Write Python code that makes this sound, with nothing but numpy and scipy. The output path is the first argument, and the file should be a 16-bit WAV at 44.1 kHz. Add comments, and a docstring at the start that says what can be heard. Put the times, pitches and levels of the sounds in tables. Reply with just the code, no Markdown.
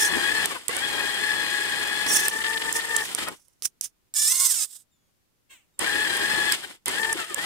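"""A toy tractor drives about a quiet farmyard with a phone riding on it. Its drive motor whines and
grinds through a plastic gearbox as it pulls, coasts and reverses. The brushes of a small steering
motor rasp in short strokes and one long one. Relays (electric switches) click at starts and stops.
In a pause, far birds chirp and something creaks once over the soft hush of the air."""
import sys
import numpy as np
from scipy.fft import rfft, irfft, next_fast_len
from scipy.io import wavfile
from scipy.ndimage import uniform_filter1d

SR = 44100
rng = np.random.default_rng(int(sys.argv[2]) if len(sys.argv) > 2 else 0)


def materialize(psi):
    """Save the field psi as 16-bit PCM at rate SR to the path in sys.argv[1].

    A 1-D psi becomes a single channel; in a 2-D psi each row is a channel.
    """
    bounded = np.clip(np.atleast_2d(psi).T, -1, 1)
    quanta = np.round(bounded * 32767).astype(np.int16)
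    wavfile.write(sys.argv[1], SR, quanta)


N = 328545

# Drive motor, one list a run: t/s, shaft speed/(turns per s), load on the wheels (0-1)
DRIVE_MOTION = [
    [(0.0, 281, 1), (0.152, 284, 0.97), (0.19, 265, 0.6), (0.334, 288, 0.88), (0.44, 280, 0.9),
     (.5, 200, 0.2), (.59, 160, 0)],
    [(0.7, 227, 0.42), (.76, 243, 0), (0.85, 278, 0), (0.99, 268.3, 0), (1.0, 281, 0.49), (1.138, 272, 0),
     (1.19, 270, 0), (1.205, 284, 0.6), (1.355, 284, 0.7), (1.52, 275, 0.43), (1.555, 280, 0.7),
     (1.756, 277.5, 0.35), (2.04, 284, 0.4), (2.28, 287, 0.7)],
    [(2.31, 293, 1), (2.898, 307, 0.99), (3.05, 283, 1), (3.16, 211, 0.42)],
    [(5.82, 215, 0.6), (5.862, 266, 0.9), (6.03, 288, 1), (6.085, 266, 0.95), (6.2, 272, 1), (6.35, 288, 1),
     (6.43, 284, 0.7), (6.52, 279, 0.6)],
    [(6.88, 225, 0.1), (6.978, 272, 0.05), (7.0, 290.5, 0.92), (7.094, 305, 0.77), (7.13, 294.7, 0.44),
     (7.162, 250, 0.8), (7.246, 209, .6), (7.27, 233, 0.94), (7.34, 185, 1)],
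    [(7.37, 190, 0.8), (7.45, 224, 0.68)],
]
# Backing up: from t/s, to t/s
REVERSING = [(2.29, 3.1), (6.995, 7.14)]
# Runs: power on t/s, power off t/s, wheels stop t/s, base level/dB of first grind, last grind, whine
DRIVE_RUNS = [(-.1, .46, .68, -36, -33, -31), (.688, 2.284, 2.3, -36.5, -35.5, -33),
              (2.308, 3.04, 3.38, -37.5, -38, -36.5), (5.793, 6.525, 6.753, -34.5, -33.5, -31.5),
              (6.858, 7.135, 7.4, -32.5, -40, -35), (7.358, 7.6, 8, -43, -20.5, -34)]
# The gears catch as the tractor lurches: t/s, level/dB of grind, whine and rumble, half length/s
LURCHES = [(0.172, -46.5, -47.5, -38.5, 0.019), (0.518, -42.5, -36, -45.5, 0.017),
           (0.56, -49, -36.5, -44.5, 0.013), (3.13, -45.5, -66, -44, 0.052),
           (3.188, -33.5, -35.5, -38.5, 0.0078), (3.228, -35.5, -44, -41, 0.02886),
           (3.281, -42.5, -37, -37, 0.014), (3.322, -51.5, -58.5, -42, 0.023),
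           (3.396, -92, -82, -67, 0.0078), (5.823, -44.5, -53.5, -34.5, .02),
           (6.54, -33, -41, -45.5, 0.018), (6.643, -48.5, -40, -45.5, 0.014),
           (6.709, -56, -57.5, -48.5, .012), (7.204, -37.5, -35.5, -41, 0.041),
           (7.316, -43.5, -42.5, -48, 0.037), (7.386, -46, -60.5, -36, 0.014)]
# The gears go slack and the whine drops out: t/s, depth/dB, half length/s
GEAR_SLACK = [(2.381, 10, 0.006), (2.435, 13, 0.0089), (2.593, 11.5, 0.015), (2.63, 8, 0.012),
              (2.732, 19, 0.014), (2.82, 17.5, 0.017), (2.872, 14, 0.015), (0.336, 9.5, 0.0096)]
# Whine tones, or "orders": multiple of the shaft speed, forward level/dB, reverse level/dB
SHAFT_ORDERS = [(1.5, -13, -4.5), (3, -4.5, 2.5), (4, -10, -5.5), (6, -4, -6.5), (7, -4.5, -9.5),
                (8, -9, -6), (9, -1, -7), (12, 16, -11)]
# Rough bands of noise going forward: multiple of the shaft speed, level/dB over the whine
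BUZZ_BANDS = [(7, -9), (9, -12), (12, -7), (15, -9), (18, -12)]
# Where the gearbox shell rings: f/Hz, width/Hz, level/dB
SHELL_RINGS = [(1795, 140, 11.5), (2940, 86, -10.5), (4150, 140, -19.5)]
# Tone colours of the grinding teeth, the rumbling body and the gear hiss: f/Hz, level/dB
GRIND_COLOUR = [(700, -56), (1100, -19.5), (2100, -9.5), (2500, -12.5), (2700, -12), (3200, -7.5),
                (3950, -14), (4200, -13), (4750, -15.5), (5600, -27), (7500, -48.5)]
RUMBLE_COLOUR = [(18, -56.5), (30, -10), (157, -10), (348, -4), (655, -9.5), (835, -5), (1450, -9.5),
                 (1880, -40)]
HISS_COLOUR = [(2650, -38), (4500, -14.5), (5080, 1), (5700, -7), (8420, -0.5), (11800, -8), (16000, -16)]
# Short steering strokes: power on t/s, peak t/s, power off t/s,
# rasp level/dB at the peak, rasp level/dB at power off, top rate/(teeth per s)
SHORT_STROKES = [(-.1, .055, 0.083, -25, -30.5, 1770), (2.075, 2.14, 2.39, -22.5, -50, 2880),
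                 (2.735, 2.762, 2.88, -29.5, -67, 1380), (2.862, 2.885, 2.81, -27, -36, 1300),
                 (2.93, 2.988, 3.7, -38.5, -81, 1490), (3.628, 3.654, 3.66, -27, -27.5, 1520),
                 (3.817, 3.84, 3.86, -30, -31, 1820), (4.67, 4.755, 4.822, -42.5, -56.5, 900)]
# The long stroke, from one side to the other: t/s, rasp level/dB, rate/(teeth per s)
LONG_STROKE = [(4.148, -30, 1780), (4.166, -24.5, 1710), (4.22, -25, 1740), (4.27, -24, 1790),
               (4.325, -23.5, 2080), (4.374, -27.5, 2095), (4.41, -24, 2130), (4.456, -24.5, 2120),
               (4.5, -26.5, 1930), (4.56, -28, 1400), (4.61, -27, 1225), (4.647, -29, 1300)]
# Tone colours of short strokes against the tyres' grip, the long stroke and its casing: f/Hz, level/dB
SHORT_COLOUR = [(250, -28), (600, -34), (1240, -26), (3680, -17), (4300, -19), (5600, -5.5), (7000, -9.5),
                (8600, -11.5), (9600, -4.5), (10600, -15.5), (16000, -16.5)]
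LONG_COLOUR = [(300, -31), (1080, -25), (1800, -22), (2500, -23.5), (3700, -10), (4250, -15.5),
               (5280, -6.5), (5900, -12), (8300, -1.5), (10700, -11), (14200, -11), (16000, -21)]
CASING_COLOUR = [(500, -15), (1800, -7), (4200, -6.5), (5300, -.5), (9000, -1), (14000, -8)]
# How alike each motor sounds at the two microphones: f/Hz, likeness (0-1)
DRIVE_LIKENESS = [(30, 0.8), (100, 0.7), (1700, 0.64), (12000, 0)]
STEER_LIKENESS = [(300, 0.4), (12000, 0.46)]
# How much louder it is on the left: f/Hz, level/dB
DRIVE_BALANCE = [(60, -0.5), (300, 9.5), (650, -1), (1700, 5), (3500, 5.5), (8100, -11.5), (15000, 3.5)]
STEER_BALANCE = [(1300, 0.5), (4400, -1.5), (8100, -12), (15000, -4.5)]
# How far the left wave leads (the drive rocks the body in the bass): f/Hz, phase/rad
DRIVE_LEAD = [(0, 3), (150, 2.3), (450, 1.2), (1700, 0.9), (2300, 3.4), (16000, 7.55)]
STEER_LEAD = [(0, 0.023), (16000, 0.0068)]
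# Tone colour of still air: f/Hz, level/dB
AIR_COLOUR = [(25, -4), (110, -2), (300, -7), (700, -15), (12000, -22)]
# Relay clicks: t/s, level/dB, body knock level/dB relative to the usual knock
RELAY_CLICKS = [(0.457, -7, -37), (0.6821, -5.5, -47), (0.6929, -21.5, 0.5), (0.766, -13, -15),
                (2.0633, -12, -25), (2.282, -9.5, -26), (2.726, -10, -36), (2.9633, -3.5, -32),
                (3.148, -6, -27), (3.2844, -18.5, -9.5), (3.4823, -42.5, -23), (3.6223, -15.5, -30.5),
                (3.8106, -9, -54), (4.1393, -18.5, -43), (4.646, -26, -25), (5.791, -11.5, -39),
                (6.168, -15.5, -32), (6.5212, -6.5, -29.5), (6.858, -14, -38.5), (6.8812, -10, -12),
                (7.1272, -9, -32), (7.3443, -8.5, -27)]
# Where a relay's case rings: f/Hz, level/dB
RELAY_RINGS = [(3100, -13), (5000, -9), (5900, -8), (7600, 1.5), (8600, -1.5), (9500, 2.5), (11200, -5.5),
               (14200, -9.5)]
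# Far chirps: t/s, length/s, first f/Hz, last f/Hz, level/dB
BIRD_CHIRPS = [(4.915, .185, 3700, 3290, -78), (5.74, .035, 3790, 3660, -73)]
# Tone colour of the creak: f/Hz, level/dB
CREAK_COLOUR = [(400, -10), (1300, -12.5), (2900, 0), (4300, -14), (6000, -45)]

CRUISE = 280.5  # usual shaft speed, turns per s
MESH_ORDER = 6  # gear teeth meet ("mesh") this many times a turn
TIME = np.arange(N) / SR


def amp(db):
    """Turn decibels into a gain."""
    return 10 ** (np.asarray(db) / 20)


def unit(x):
    """Scale a signal to an average power of 1."""
    return x / np.sqrt(np.mean(np.abs(x) ** 2) + 1e-20)


def along(points, hz):
    """Read between (f/Hz, value) points on a pitch scale."""
    f, values = np.transpose(points)
    return np.interp(np.log(hz + 1), np.log(f + 1), values)


def curves(rows):
    """Join timed rows into one smooth line for each column."""
    times, *columns = np.transpose(rows)
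    return [np.interp(TIME, times, column) for column in columns]


def latest(rows):
    """For each sample, the columns of the last event begun (or of the first, before any begins)."""
    rows = np.array(rows)
    return rows[np.clip(np.searchsorted(rows[:, 0], TIME) - 1, 0, None)].T


def since(start):
    """Seconds gone by since start; 0 before it."""
    return np.clip(TIME - start, 0, None)


def smooth(x):
    """Soften sudden steps over about 4 ms."""
    return uniform_filter1d(x, size=180, mode="nearest")


def inside(spans):
    """1 inside the (from, to) spans, 0 outside, with soft edges."""
    return smooth(1.0 * sum((TIME >= a) & (TIME <= b) for a, b in spans))


def wobble(rate, count=2):
    """Random curves that head for a new value rate times a second."""
    knots = rng.standard_normal((count, N // 40))
    return np.array([np.interp(TIME * rate, np.arange(len(k)), k) for k in knots])


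def filtered(x, response):
    """Change the strength and phase of each frequency by response(hz)."""
    size = next_fast_len(N + 8192)
    return irfft(rfft(x, size) * response(np.fft.rfftfreq(size, 1 / SR)), size)[..., :N]


def white():
    """Two unrelated white noises."""
    return rng.standard_normal((2, N))


def noise(colour, shape=1):
    """Two noises that pulse with the same shape and share a tone colour."""
    return unit(filtered(shape * white(), lambda hz: amp(along(colour, hz))))


def resonance(hz, centre, width):
    """The response of something that rings near one frequency."""
    return 1j * hz * width / (centre ** 2 - hz ** 2 + 1j * hz * width)


def microphones(pair, likeness, balance, lead):
    """A sound takes different paths to the two microphones, so it arrives only partly alike."""
    angle = lambda hz: np.arccos(np.clip(along(likeness, hz), 0, 1)) / 2
    mid, side = filtered(pair, lambda hz: np.array([np.cos(angle(hz)), np.sin(angle(hz))]))
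    phase = lambda hz: np.interp(hz, *np.transpose(lead))
    tilt = lambda hz: amp(along(balance, hz) / 2) * np.exp(.5j * phase(hz))
    return filtered(np.array([mid + side, mid - side]), lambda hz: np.array([tilt(hz), 1 / tilt(hz)]))


def drive_levels(speed):
    """Grind, whine and rumble-over-grind in dB as the gears catch, pull, coast, stop and lurch."""
    coast_db_per_s, stop_db_per_s, whine_db_per_octave = 74, 499.5, 14.5
    on, off, stop, first_db, last_db, whine_db = latest(DRIVE_RUNS)
    unloaded = 1 - np.exp(-since(off) / .0087)
    catch_db = 7.5 * np.exp(-(TIME - on) / .017)  # the gears take up their play at power on
    fall_db = catch_db + coast_db_per_s * since(off) + stop_db_per_s * since(stop)
    pull_db = first_db + (last_db - first_db) * np.clip((TIME - on) / (off - on), 0, 1)
    grind = amp(pull_db - 5 * unloaded - fall_db)
    whine = amp(whine_db + whine_db_per_octave * np.log2(speed / CRUISE) - 33 * unloaded - fall_db)
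    rumble = grind * amp(-3 + unloaded)
    levels = np.array([grind, whine, rumble]) + 1e-9
    for when, *db, half in LURCHES:
        levels = levels + amp(db)[:, None] * np.exp(-((TIME - when) / half) ** 2)
    grind_db, whine_db, rumble_db = 20 * np.log10(levels)
    return grind_db, whine_db, rumble_db - grind_db


def shell(hz):
    """The plastic gearbox shell favours the frequencies at which it rings."""
    return sum(amp(db) * resonance(hz, centre, width) for centre, width, db in SHELL_RINGS)


def gear_whine(turns, speed, load, reverse):
    """Tones follow the shaft and swell near the shell's rings; uneven teeth add bands of noise."""
    spin_up = np.clip(np.log2(CRUISE / speed), 0, 1) * (TIME < latest(DRIVE_RUNS)[1])
    faint_mesh_db = -33.5 * spin_up  # under power but below cruising speed
    # Load moves the whine from order 7 to the mesh and damps its octave; order 9 growls at spin-up.
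    lift_db = {MESH_ORDER: 7 * load + faint_mesh_db, 7: -7 * load,
               9: 18.5 * spin_up, 2 * MESH_ORDER: -14 * load}
    weak_order = (6.4, -16, -13.5)
    tones, sway = 0, .4 * wobble(70)
    for order, forward_db, reverse_db in [*SHAFT_ORDERS, weak_order]:
        # Each order has its own unsteady path through the body.
        shake_db = {MESH_ORDER: 1.5, 3: 1.2}.get(order, 3.1) * wobble(90)
        db = forward_db + reverse * (reverse_db - forward_db) + lift_db.get(order, 0) + shake_db
        high = order > 9  # high orders need speed, and load roughens them
        db = db + high * 40.5 * np.log2(speed / CRUISE)
        blur = high * (.9 + .7 * load) * wobble(160, count=1)
        phase = 2 * np.pi * order * turns + sway * (order / MESH_ORDER) ** 1.8 + blur
        tones = tones + amp(db) * np.sin(phase)
    tones = filtered(tones, lambda hz: .87 / (1 + (hz / 2500) ** 4) + .45 * shell(hz))

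    def band(order, width_hz):
        """A narrow band of noise around one order."""
        return sum(wobble(width_hz, count=1) * np.sin(2 * np.pi * (order * turns + shift))
                   for shift in (0, .25))

    smear = amp(-.5 + faint_mesh_db) * band(MESH_ORDER, 130)
    buzz = (1 - reverse) * sum(amp(db) * band(order, 109.8) for order, db in BUZZ_BANDS)
    return amp(-3) * tones + smear + buzz


def body_boom():
    """Uneven knocks make the hollow body boom."""
    knocks = amp(8 * wobble(45, count=1)) * white()
    return unit(filtered(knocks, lambda hz: resonance(hz, centre=355, width=70)))


def drive_motor():
    """The gears whine, grind and ring their shell; a slower, uneven gear wheel makes them throb."""
    speed, load = curves(np.concatenate(DRIVE_MOTION))
    reverse = inside(REVERSING)
    grind_db, whine_db, rumble_db = drive_levels(speed)
    slack_db = sum(db * np.exp(-((TIME - when) / half) ** 2) for when, db, half in GEAR_SLACK)
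    turns = np.cumsum(speed * (1 + .00678 * wobble(40, count=1)[0])) / SR
    wheel_turns = turns / 7 + .45 * wobble(18, count=1)[0]
    throb = np.cos(2 * np.pi * wheel_turns) + 1.2 * wobble(130, count=1)[0]
    pulses = 1 + .5 * np.cos(2 * np.pi * 3 * turns)  # three magnet poles pass each turn
    tones = gear_whine(turns, speed, load, reverse)
    ring = unit(filtered(pulses * white(), lambda hz: shell(hz) ** 2))
    ring *= amp(-5 + 6.3 * load + 8.1 * np.log2(speed / CRUISE))
    whine = amp(whine_db - slack_db + 1.6 * load * throb) * (tones + ring)
    crunch = amp(5 * reverse * wobble(90, count=1))  # in reverse the teeth bite unevenly
    grind = amp(3 + .7 * throb) * noise(GRIND_COLOUR, pulses * crunch)
    rumble = amp(rumble_db + .69 * wobble(25)) * noise(RUMBLE_COLOUR, amp(2.2 * wobble(8, count=1)))
    hiss_db = -1.5 + 1.6 * reverse + .11 * np.clip(-35 - grind_db, 0, 14) + .51 * throb
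    hiss = amp(hiss_db) * noise(HISS_COLOUR, pulses * amp(1.7 * wobble(500, count=1)))
    boom = amp(-10.5) * load * (1 - reverse) * body_boom()
    sound = whine + amp(grind_db - .17 * slack_db) * (grind + rumble + hiss + boom)
    return microphones(sound, DRIVE_LIKENESS, DRIVE_BALANCE, DRIVE_LEAD)


def steering_strokes():
    """Rasp level in dB, gear teeth per second, and a gate that is 1 around the long stroke."""
    release_db_per_s, slow_teeth_per_s = 945, 1200
    on, peak, off, peak_db, off_db, top_rate = latest(SHORT_STROKES)
    rising_db = peak_db - 6.5 * (peak - TIME) / (peak - on)
    falling_db = peak_db + (off_db - peak_db) * np.clip((TIME - peak) / (off - peak), 0, 1)
    short_db = np.where(TIME < peak, rising_db, falling_db) - release_db_per_s * since(off)
    pace = np.exp(-(since(peak - .025) / .045) ** 2)  # the gears bog down from just before the peak
    short_rate = slow_teeth_per_s + (top_rate - slow_teeth_per_s) * pace
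    start, end = LONG_STROKE[0][0], LONG_STROKE[-1][0]
    long_db, long_rate = curves(LONG_STROKE)
    long_db = long_db - release_db_per_s * since(end)
    is_long = (TIME > start - .003) & (long_db > short_db)
    rasp_db = 20 * np.log10(smooth(amp(np.where(is_long, long_db, short_db))) + 1e-9)
    return rasp_db, np.where(is_long, long_rate, short_rate), inside([(start - .05, end + .25)])


def steering_motor():
    """Brushes rasp once per magnet pole, three teeth to a rasp; teeth and poles sing sliding tones."""
    rasp_db, tooth_rate, long = steering_strokes()
    unsteady = 1 + .012 * wobble(120, count=1)[0] + .014 * wobble(35, count=1)[0]
    teeth = np.cumsum(tooth_rate * unsteady) / SR
    bursts = np.exp(.5 * np.cos(2 * np.pi * teeth / 3)) * amp(3.7 * wobble(90, count=1))
    sway = .3 * wobble(150)
    sing = 0
    for k in range(2, 22):
        db = 3.5 * wobble(130) - 7 * (k % 3 > 0) * (2 - long)  # pole tones are weaker than tooth tones
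        sing = sing + amp(db) * np.sin(2 * np.pi * k * teeth / 3 + k * .09 * wobble(300))
    # The sliding overtones are coloured more sharply than the rasp, so they sound bright and thin.
    long_sing = unit(filtered(sing, lambda hz: amp(2 * along(CASING_COLOUR, hz))))
    short_sing = unit(filtered(sing, lambda hz: amp(2 * along(SHORT_COLOUR, hz))))
    sing = long * long_sing + (1 - long) * short_sing
    # At top speed every second tooth hits harder, which growls.
    growl_db = -21 + 97.5 * np.log2(tooth_rate / 2000) + 5.12 * wobble(40)
    growl = amp(growl_db) * np.sin(np.pi * teeth + sway)
    tones = np.clip((rasp_db + 33) / 15, 0, 1) * (amp(6) * sing + long * growl)
    rasp = long * noise(LONG_COLOUR, bursts) + (1 - long) * noise(SHORT_COLOUR, bursts)
    return microphones(amp(rasp_db) * (rasp + tones), STEER_LIKENESS, STEER_BALANCE, STEER_LEAD)


def still_air():
    """The faint, gently wavering hush of the yard."""
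    return amp(-70.5 + .86 * wobble(13)) * noise(AIR_COLOUR)


def relays():
    """A small metal arm strikes, bounces within a few ms, rings its case and knocks the toy's body."""
    ring_s, crack_s, knock_s = .0032, .002, .077  # time to fade by 60 dB
    out, t = np.zeros((2, N + SR)), np.arange(SR // 10) / SR
    for when, db, knock_db in RELAY_CLICKS:
        strikes = np.zeros(200)
        strike_db = np.array([-16, 1.5, -13, -6, -8]) + rng.normal(0, 5.6, size=5)
        strikes[[0, 40, 75, 110, 170]] = amp(strike_db)
        for channel, side_db in enumerate((-5, 5)):
            ring = sum(amp(level + rng.normal(0, 5.8) - 60 * t / ring_s)
                       * np.sin(2 * np.pi * (hz * t + rng.random())) for hz, level in RELAY_RINGS)
            crack = .5 * amp(-60 * t / crack_s) * np.gradient(rng.standard_normal(len(t)))
            knock = sum(np.sin(2 * np.pi * hz * rng.uniform(.9, 1.25) * t) for hz in (450, 1000, 1900))
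            knock *= amp(knock_db - 8.5 - 60 * t / knock_s)
            click = np.convolve(ring + crack, strikes)[:len(t)]
            hit = click / np.abs(click).max() + knock
            out[channel, round(when * SR):][:len(t)] += amp(db + side_db) * hit
    return out[:, :N]


def birds():
    """Thin, fading chirps with an overtone; the pitch drops fast, then settles."""
    start, length, first_hz, last_hz, db = latest(BIRD_CHIRPS)
    done = np.clip((TIME - start) / length, 0, 1)
    cycles = np.cumsum(last_hz + (first_hz - last_hz) * (1 - done) ** 2) / SR
    gate = inside([(when, when + span) for when, span, *_ in BIRD_CHIRPS])
    level = gate * amp(db - 10 * done + 3.5 * wobble(90))
    return level * (np.sin(2 * np.pi * cycles) + 1.4 * np.sin(4 * np.pi * cycles))


def creak():
    """Perhaps the steering settling back: hoarse overtones sag as they fade, under a thin rasp."""
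    start_s, rise_s, hold_s = 5.488, .021, .048
    pitch_hz, sag_hz_per_s, fade_db_per_s = 540, 1900, 232.5
    fading_s = since(start_s + hold_s)
    level = np.clip(since(start_s) / rise_s, 0, 1) ** 2 * amp(-51.5 - fade_db_per_s * fading_s)
    cycles = np.cumsum(pitch_hz - sag_hz_per_s * np.minimum(fading_s, .2)) / SR
    tones = sum(amp(2.4 * wobble(58)) * np.sin(2 * np.pi * k * cycles + 1.15 * wobble(140))
                for k in range(2, 9))
    hoarse = unit(filtered(tones + 3 * white(), lambda hz: amp(along(CREAK_COLOUR, hz))))
    rasp = amp(-.5) * noise([(3500, -21), (8200, 5), (10500, -16), (15000, -4)])
    return level * (hoarse + rasp)


def scene():
    """Add up the air, both motors, the relays, the creak and the birds."""
    return still_air() + drive_motor() + steering_motor() + relays() + creak() + birds()


def record(dry):
    """Soften the sharpest peaks of the clicks and rasps, and cut the very highest treble."""
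    ceiling, silent_above_hz = .7, 16500
    soft = dry / (1 + np.abs(dry / ceiling) ** 4) ** (1 / 4)
    return filtered(soft, lambda hz: np.clip((silent_above_hz - hz) / 1000, 0, 1) ** 3)


dry = scene()
out = record(dry)
materialize(out)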